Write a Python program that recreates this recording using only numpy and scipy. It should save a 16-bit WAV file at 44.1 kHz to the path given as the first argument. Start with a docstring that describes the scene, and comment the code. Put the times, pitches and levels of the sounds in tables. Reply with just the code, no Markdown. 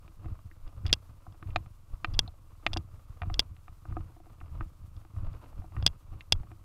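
"""On wet grass, someone walks with a small camera in a closed plastic housing.
Each stride shakes the housing: shaped noise makes low thumps, a slow sway and a muffled rustle.
Loose parts knock and click against it; each blow rings a bank of decaying sine modes.
The housing adds its hollow resonance to the knocks, and a soft microphone hiss lies under everything."""
import sys
import numpy as np
from scipy import signal
from scipy.fft import rfft, irfft
from scipy.io import wavfile
from scipy.ndimage import uniform_filter1d

SR = 44100
rng = np.random.default_rng(int(sys.argv[2]) if len(sys.argv) > 2 else 0)


def generate_wav(sig):
    """Save sig (samples, or channels by samples) to the path in sys.argv[1] as 16-bit PCM at SR."""
    pcm = np.round(np.clip(np.atleast_2d(sig).T, -1, 1) * 32767).astype(np.int16)
    wavfile.write(sys.argv[1], SR, pcm)


N = 292824  # length in samples


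def gain_of(db):
    """Turns dB into an amplitude gain."""
    return 10 ** (np.asarray(db) / 20)


def evened(x):
    """Scales to rms 1."""
    return x / np.sqrt(np.mean(x ** 2) + 1e-20)


def add(mix, s, sound):
    """Mixes a sound in at time s, in seconds, cutting it at the end of the mix."""
    part = mix[round(s * SR):][:len(sound)]
    part += sound[:len(part)]


def coloured(x, spectrum):
    """Filters x to the spectrum in minimum phase (sharp attack, ringing after), at rms 1."""
    hz = np.fft.rfftfreq(N, 1 / SR)
    table_hz, table_db = np.transpose(spectrum)
    db = np.interp(np.log(hz + 1), np.log(table_hz + 1), table_db, -90, -90)
    cepstrum = irfft(np.log(gain_of(db)), N)
    # folding the cepstrum onto positive times makes the filter causal
    fold = np.r_[1, 2 * np.ones(N // 2 - 1), 1, np.zeros(N - N // 2 - 1)]
    response = np.exp(rfft(cepstrum * fold))
    return evened(irfft(rfft(x) * response, N))


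def steadied(x, span_s, share):
    """Evens out part of the level swings of x that are slower than span_s, at rms 1."""
    span = round(span_s * SR)
    power = uniform_filter1d(uniform_filter1d(x ** 2, span), span)
    return evened(x / (abs(power) + 1e-6) ** (share / 2))


def flutter(per_s, depth_db):
    """A gain that wanders between random levels, per_s of them a second."""
    knots = rng.standard_normal(1400)
    position = np.arange(N) / SR * per_s
    return gain_of(depth_db * np.interp(position, np.arange(len(knots)), knots))


def grains(per_s, spread_db):
    """Sparse impulses of random sign, a few of them large."""
    when = rng.random(N)
    size = rng.exponential(1, N)
    sign = rng.choice([-1., 1.], N)
    return (when < per_s / SR) * sign * gain_of(spread_db * np.minimum(size, 4))


def shaking(blows, shape, dip_db=0):
    """Gain per sample: each blow (s, length s, first dB, last dB) rises, holds and falls over a quiet level."""
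    rise_db, fall_db, rest_db = shape
    t = np.arange(0, N, 32) / SR  # one point every 32 samples is enough
    s, length, first_db, last_db = np.transpose(blows)[:, :, None]
    along = np.clip((t - s) / np.maximum(length, 1e-3), 0, 1)
    dip = dip_db * np.sin(np.pi * along) * (length > 0)
    held_db = first_db + (last_db - first_db) * along - dip
    before_s = np.maximum(s - t, 0)
    after_s = np.maximum(t - s - length, 0)
    db = held_db - abs(rise_db) * before_s - abs(fall_db) * after_s
    power = (gain_of(db) ** 2).sum(0) + gain_of(rest_db) ** 2
    return np.interp(np.arange(N) / SR, t, np.sqrt(power))


# Footfalls, heel to toe. Each row: heel in seconds, roll length in seconds, heel thump in dB,
# toe thump in dB, sway at the toe in dB, rustle in dB before the rustle's make-up gain.
FOOTFALLS = [(0.248, 0.084, -36.5, -40, -37, -65), (0.863, 0.064, -28.5, -38, -31.5, -63),
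             (1.481, 0.1, -35, -36.5, -35, -65), (2.087, .12, -36.5, -36.5, -28, -62),
             (2.685, 0.093, -37, -33.5, -33.5, -63), (3.237, 0.17, -32.5, -43.5, -33, -63.5),
             (3.905, 0.12, -34.5, -39, -36, -66), (4.528, 0.11, -38, -38, -33.5, -66.5),
             (5.182, .12, -33, -37.5, -32, -62.5), (5.785, 0.064, -28.5, -29, -32.5, -60),
             (6.339, 0.071, -34, -37.5, -30.5, -66.5)]
# Other jolts around the footfalls, with a dragging rustle near 5.4 s. Each row: time in seconds,
# thump in dB, sway in dB, rustle in dB before the rustle's make-up gain.
JOLTS = [(.05, -50, -54, -70.5), (.2, -50, -42, -71), (.46, -47.5, -48, -74), (.67, -50, -32, -64.5),
         (.78, -41.5, -40, -69), (1.109, -47.5, -56, -72.5), (1.29, -44.5, -39, -67.5),
         (1.42, -42.5, -49, -77), (1.67, -46, -45, -71.5), (1.94, -48, -33, -67.5),
         (2.25, -40, -41.5, -66.5), (2.519, -55, -48, -70.5), (2.94, -47, -54, -70.5),
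         (3.11, -46, -37, -68), (3.511, -41, -46.5, -74), (3.71, -52, -42.5, -75), (4.1, -53.5, -52, -68.5),
         (4.329, -48, -42.5, -69), (4.44, -42.5, -43, -70), (4.841, -42.5, -40.5, -73),
         (4.98, -44.5, -42, -67), (5.36, -40.5, -43, -61.5), (5.43, -55, -59, -66), (5.5, -58.5, -55, -65),
         (5.592, -37.5, -28, -63.5), (5.68, -52, -47.5, -71), (5.93, -62, -37.5, -69),
         (6.14, -37.5, -34.5, -63), (6.521, -45.5, -49.5, -68)]
# How each layer follows a blow. Each holds: rise in dB per s, fall in dB per s, level between blows in dB
# (the rustle's again before its make-up gain).
THUMP_SHAPE = (350, 240, -55.5)
SWAY_SHAPE = (370, 1000, -54)
RUSTLE_SHAPE = (200, 180, -76)
SWAY_GROWS_DB = 5.5  # the sway builds from heel to toe
ROLL_DIP_DB = 1.5  # the thump sags between heel and toe


def stride():
    """Each footfall rolls from heel to toe and each jolt has no roll; both drive thump, sway and rustle gains."""
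    thump, sway, rub = [], [], []
    for s, roll, heel_db, toe_db, sway_db, rustle_db in FOOTFALLS:
        thump.append((s, roll, heel_db, toe_db))
        sway.append((s, roll, sway_db - SWAY_GROWS_DB, sway_db))
        rub.append((s, roll, rustle_db, rustle_db))
    for s, thump_db, sway_db, rustle_db in JOLTS:
        thump.append((s, 0, thump_db, thump_db))
        sway.append((s, 0, sway_db, sway_db))
        rub.append((s, 0, rustle_db, rustle_db))
    thump_gain = shaking(thump, THUMP_SHAPE, ROLL_DIP_DB)
    return thump_gain, shaking(sway, SWAY_SHAPE), shaking(rub, RUSTLE_SHAPE)


# Tone of the microphone hiss. Each row: frequency in Hz, relative density in dB per Hz.
HISS = [(470, -38), (800, -11), (1090, -6.5), (1220, -6.5), (1350, -10), (1730, -17), (2710, -16.5),
        (5940, -18), (14400, -19), (15700, -27)]
HISS_DB = -73  # rms of the hiss before it stirs and flutters


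def hiss(rustle_gain):
    """Microphone hiss: coloured noise that flutters at random and rises slightly with the rustle."""
    stir = (rustle_gain / gain_of(-73.5)) ** .09
    level = stir * flutter(45, depth_db=1.4)
    return gain_of(HISS_DB) * level * coloured(rng.standard_normal(N), HISS)


# Muffled tone of the rustle. Each row: frequency in Hz, relative density in dB per Hz.
RUSTLE = [(150, -40.5), (250, -7), (317, -6), (360, -14.5), (413, -12.5), (632, -11), (782, -15.5),
          (1210, -9.5), (1700, -26.5), (2810, -26.5), (3110, -33), (5000, -37.5), (6500, -69.5),
          (11000, -120)]


def rustle(rustle_gain):
    """Grass and clothing through the closed housing: short scuffs and fine crackle over a soft rub of noise."""
    puff = np.exp(-np.arange(800) / SR / .004)  # dies away with a 4 ms time constant
    scuffs = signal.oaconvolve(abs(grains(45, spread_db=3.)), puff)[:N]
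    crackle = grains(900, spread_db=2.5) * 2.2
    rub = rng.standard_normal(N) * (.6 + scuffs)
    return gain_of(5.0) * rustle_gain * coloured(crackle + rub, RUSTLE)  # 5 dB make-up gain


# Tone of the thump at the mount's low resonance. Each row: frequency in Hz, relative density in dB per Hz.
THUMP = [(29, -31), (50, -1), (60, 0.5), (86, 3), (97, 2.5), (129, -7), (159, -13.5), (199, -18.5),
         (266, -32), (322, -24), (360, -40), (400, -35.5), (520, -62.5), (880, -120)]
# Tone of the slower camera sway. Each row: frequency in Hz, relative density in dB per Hz.
SWAY = [(8, -14.5), (18, -2), (28, -6), (45, -5), (62, -25.5), (90, -63.5)]


def thumps(thump_gain, sway_gain):
    """Jolts travel up the body and shake the mount near its low resonance; below it the camera sways."""
    shakes = grains(90, spread_db=5.0) + 0.013 * rng.standard_normal(N)
    thump = steadied(coloured(shakes, THUMP), span_s=.03, share=.7)
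    sway = steadied(coloured(shakes, SWAY), span_s=.05, share=.7)
    return thump_gain * thump + sway_gain * sway


def ring(modes, weight_db, chatter_ms, push_db):
    """One blow: a briefly chattering contact rings the modes to peak 1, then a push of the housing is added."""
    hz, db, t60 = np.transpose(modes)[:, :, None]
    t = np.arange(2000) / SR
    sign = np.cos(np.pi * np.arange(len(hz)))[:, None]  # neighbouring modes move the microphone oppositely
    level = sign * gain_of(db + weight_db(hz) - 60 * t / t60)
    body = (level * np.sin(2 * np.pi * hz * t)).sum(0)
    fading = np.exp(-(t[:600] * 1000 / max(chatter_ms, .05)) ** 2)
    chatter = gain_of(-27) * rng.standard_normal(600) * fading
    contact = np.r_[1, chatter[1:]]  # the first hit, then the chatter
    build_up = 1 - np.exp(-(t / .0006) ** 2)  # the force builds up smoothly
    blow = np.convolve(contact, body)[:len(t)] * build_up
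    u = t / .0004
    push = u ** 2 * (3 - u) * np.exp(-u)  # out and back
    return blow / abs(blow).max() + gain_of(push_db) * push


# A blunter part knocking on the housing wall. Each row: start in seconds, peak of the wall ring in dB,
# corner frequency in Hz, fall below it in dB per octave (negative: rises), fall above it in dB per octave,
# hollow ring in dB relative to that peak.
KNOCKS = [(.078, -45.5, 2420, -0.5, 9.8, -9), (.232, -52, 710, 4, 7.9, -6), (.257, -42.5, 1200, -5, 11, -2),
          (.513, -46.5, 1830, 30, 39, -11), (.854, -36.5, 1570, 5, 20, -9), (.871, -45, 2720, 4.5, 6, -25),
          (.892, -42.5, 2700, 3.5, 8, -24.5), (0.896, -35.5, 2280, 1, 1.9, -26),
          (.903, -42, 2093, 2.5, 8, -24), (1.266, -40, 1040, 21, 36, -18), (1.344, -50.5, 860, 10, 11, -6),
          (1.426, -35.5, 1220, 15, 15, -11), (1.472, -51.5, 2200, -3, 4.5, -17),
          (1.504, -46.5, 2486, 16, 21, -18), (1.5594, -13, 2410, -3, 2.6, -25.5),
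          (1.66, -45.5, 1454, -3.5, 7.6, -19), (2.045, -15, 1213, 13, 6.4, -27.5),
          (2.277, -38, 4050, 43.5, 37, -27), (2.279, -43, 707, 4.5, 20, -25),
          (2.6644, -9.5, 2650, 2.5, 8, -30.5), (2.763, -25, 915, 21, 19, -5.5),
          (3.218, -24.5, 1370, 5.5, 12, -27.5), (3.232, -32, 920, 25, 17, -30),
          (3.299, -31, 923, 16.5, 16.4, -13), (3.565, -50, 2540, 0, 3.7, -30),
          (3.68, -40, 1300, 5, 15.6, -21), (3.853, -39.5, 1130, 13.5, 27, -12.5),
          (3.909, -46.5, 900, 1.5, 7.9, -12.5), (3.924, -40.5, 1190, 18, 25, -8),
          (3.967, -28, 1144, 5, 25.6, -4), (4.099, -56.5, 794, 3, 8.7, 1.5), (4.165, -51, 700, 3, 15, -1),
          (4.201, -48, 704, 0, 12, -3.5), (4.266, -51.5, 713, -6, 11, -0.5),
          (4.403, -51, 2840, 12.5, 12, -30), (4.412, -38.5, 1100, 18, 22, -14),
          (4.608, -27.5, 1220, 11, 19, -12), (5.049, -47, 806, 8, 14, -7), (5.164, -49.5, 1200, 0, 16, -19),
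          (5.338, -44.5, 1200, -2, 15, -7), (5.459, -48, 1100, 1.5, 8.5, -30),
          (5.528, -48.5, 900, 4, 15, -22), (5.619, -46.5, 950, 3, 18, -25), (5.642, -45, 906, 3.5, 23, -5),
          (5.721, -47, 800, 4.5, 11, -12), (5.765, -33.5, 1353, 10, 20, -12),
          (6.128, -49, 900, -8, 15, -8.5), (6.2072, -34.5, 1850, 35.5, 6, -30.5),
          (6.432, -44.5, 708, 4, 12, -9.5), (6.515, -41, 998, -1, 12.5, -7.5)]
# Wall modes that a knock rings. Each row: frequency in Hz, level in dB before weighting, t60 in seconds.
KNOCK_MODES = [(722, -4, .032), (980, -8, .010), (1230, -4, .018), (1550, -5, .011), (1850, -6, .021),
               (2120, -6, .018), (2415, -4, .022), (2700, -3, .019), (3050, -6, .014), (3440, -7, .015),
               (3750, -7, .016), (4150, -11, .016), (4590, -11, .011), (5040, -14, .012), (5800, -20, .008),
               (6780, -16, .014), (8450, -24, .009)]
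# Lowest ring of the housing. It holds: frequency in Hz, t60 in seconds.
HOLLOW = (323, .105)


def knocks():
    """Blunt contacts ring the wall modes, tilted about a corner frequency, and the hollow of the housing."""
    out = np.zeros(N)
    t = np.arange(8000) / SR
    hollow_hz, hollow_t60 = HOLLOW
    swell = 1 - np.exp(-(t / 0.0018) ** 2)
    hollow = gain_of(-60 * t / hollow_t60) * np.sin(2 * np.pi * hollow_hz * t) * swell
    for s, peak_db, corner_hz, below_db, above_db, hollow_db in KNOCKS:
        def weight_db(hz):
            """Tilts the modes separately below and above the corner frequency."""
            octaves = np.log2(hz / corner_hz)
            return np.where(octaves < 0, below_db, -above_db) * octaves
        blow = ring(KNOCK_MODES, weight_db, chatter_ms=5.3, push_db=-15.0)
        add(out, s, gain_of(peak_db) * blow)
        add(out, s, gain_of(peak_db + hollow_db) * hollow)
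    return out


# A small hard part striking close to the microphone. Each row: start in seconds, peak of the ring in dB,
# tilt in dB per octave around 4 kHz, chatter time in ms.
CLICKS = [(0.6776, -46, -11, 2.6), (0.8645, -27.5, -7.5, 6.6), (0.8796, -38, -5.5, 1.2),
          (0.9285, -2, -1.5, 1.06), (0.9352, -11, -4, 3.4), (1.3236, -51, -12, 1.3),
          (2.1379, -40.5, 5, 2.3), (2.142, -34.5, -8.5, 1.7), (2.148, -38, -10.5, 1.2),
          (2.1912, -4.5, -3, 1.8), (2.7322, -21, -6.5, 4.1), (2.738, -25.5, -3, 1.2),
          (2.771, -19, -7.5, 5.3), (3.3415, -24, -4.5, 2.1), (3.3937, -4, -2, 3.2),
          (3.4007, -15.5, -2.5, 1.5), (4.9655, -51.5, -4, 1.2), (5.331, -55.5, -1.5, 2),
          (5.8255, -30, -12.5, 2.1), (5.864, -2.5, -2.5, 3.04), (5.8754, -17, -5.5, 0.98),
          (6.3225, -5.5, -4, 4), (6.3284, -18, -5.5, 1.1)]
# Modes that a click rings. Each row: frequency in Hz, level in dB before the tilt, t60 in seconds.
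CLICK_MODES = [(714, -20, 0.0052), (1631.4, -30, 0.015), (2074, -21.5, 0.0087), (2786, -14, 0.016),
               (3330, -9.5, 0.019), (3606, -7.5, 0.01), (4210, -19, .008), (4885, 4, 0.0059),
               (5710, -18.5, 0.014), (6410, -19, 0.0083), (7130, -22.5, 0.007), (8140, -16.5, 0.0045),
               (9200, -28, 0.0029), (10533, -23, 0.0075), (11500, -27.5, 0.001), (13000, -23, .003),
               (15040, -27, .003)]


def clicks():
    """Hard, short contacts ring the high modes, brighter or duller by their tilt."""
    out = np.zeros(N)
    for s, peak_db, tilt_db, chatter_ms in CLICKS:
        def weight_db(hz):
            """Tilts the modes around 4 kHz."""
            return tilt_db * np.log2(hz / 4000)
        blow = ring(CLICK_MODES, weight_db, chatter_ms, push_db=-20)
        add(out, s, gain_of(peak_db) * blow)
    return out


def scene():
    """All sources reach one microphone through the housing and add up in one channel."""
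    thump_gain, sway_gain, rustle_gain = stride()
    background = hiss(rustle_gain) + rustle(rustle_gain)
    blows = thumps(thump_gain, sway_gain) + knocks() + clicks()
    return (background + blows)[None]


def record(dry):
    """The capsule rounds off loud peaks and bends them to one side; then the recorder limits the band."""
    soft = np.tanh(1.5 * dry) / 1.5
    bent = soft + .5 * soft ** 2
    low_pass = signal.firwin(511, 16500, window=("kaiser", 9), fs=SR)  # edge at 16.5 kHz
    return signal.oaconvolve(bent, low_pass[None], "same")


dry = scene()
out = record(dry)
generate_wav(out)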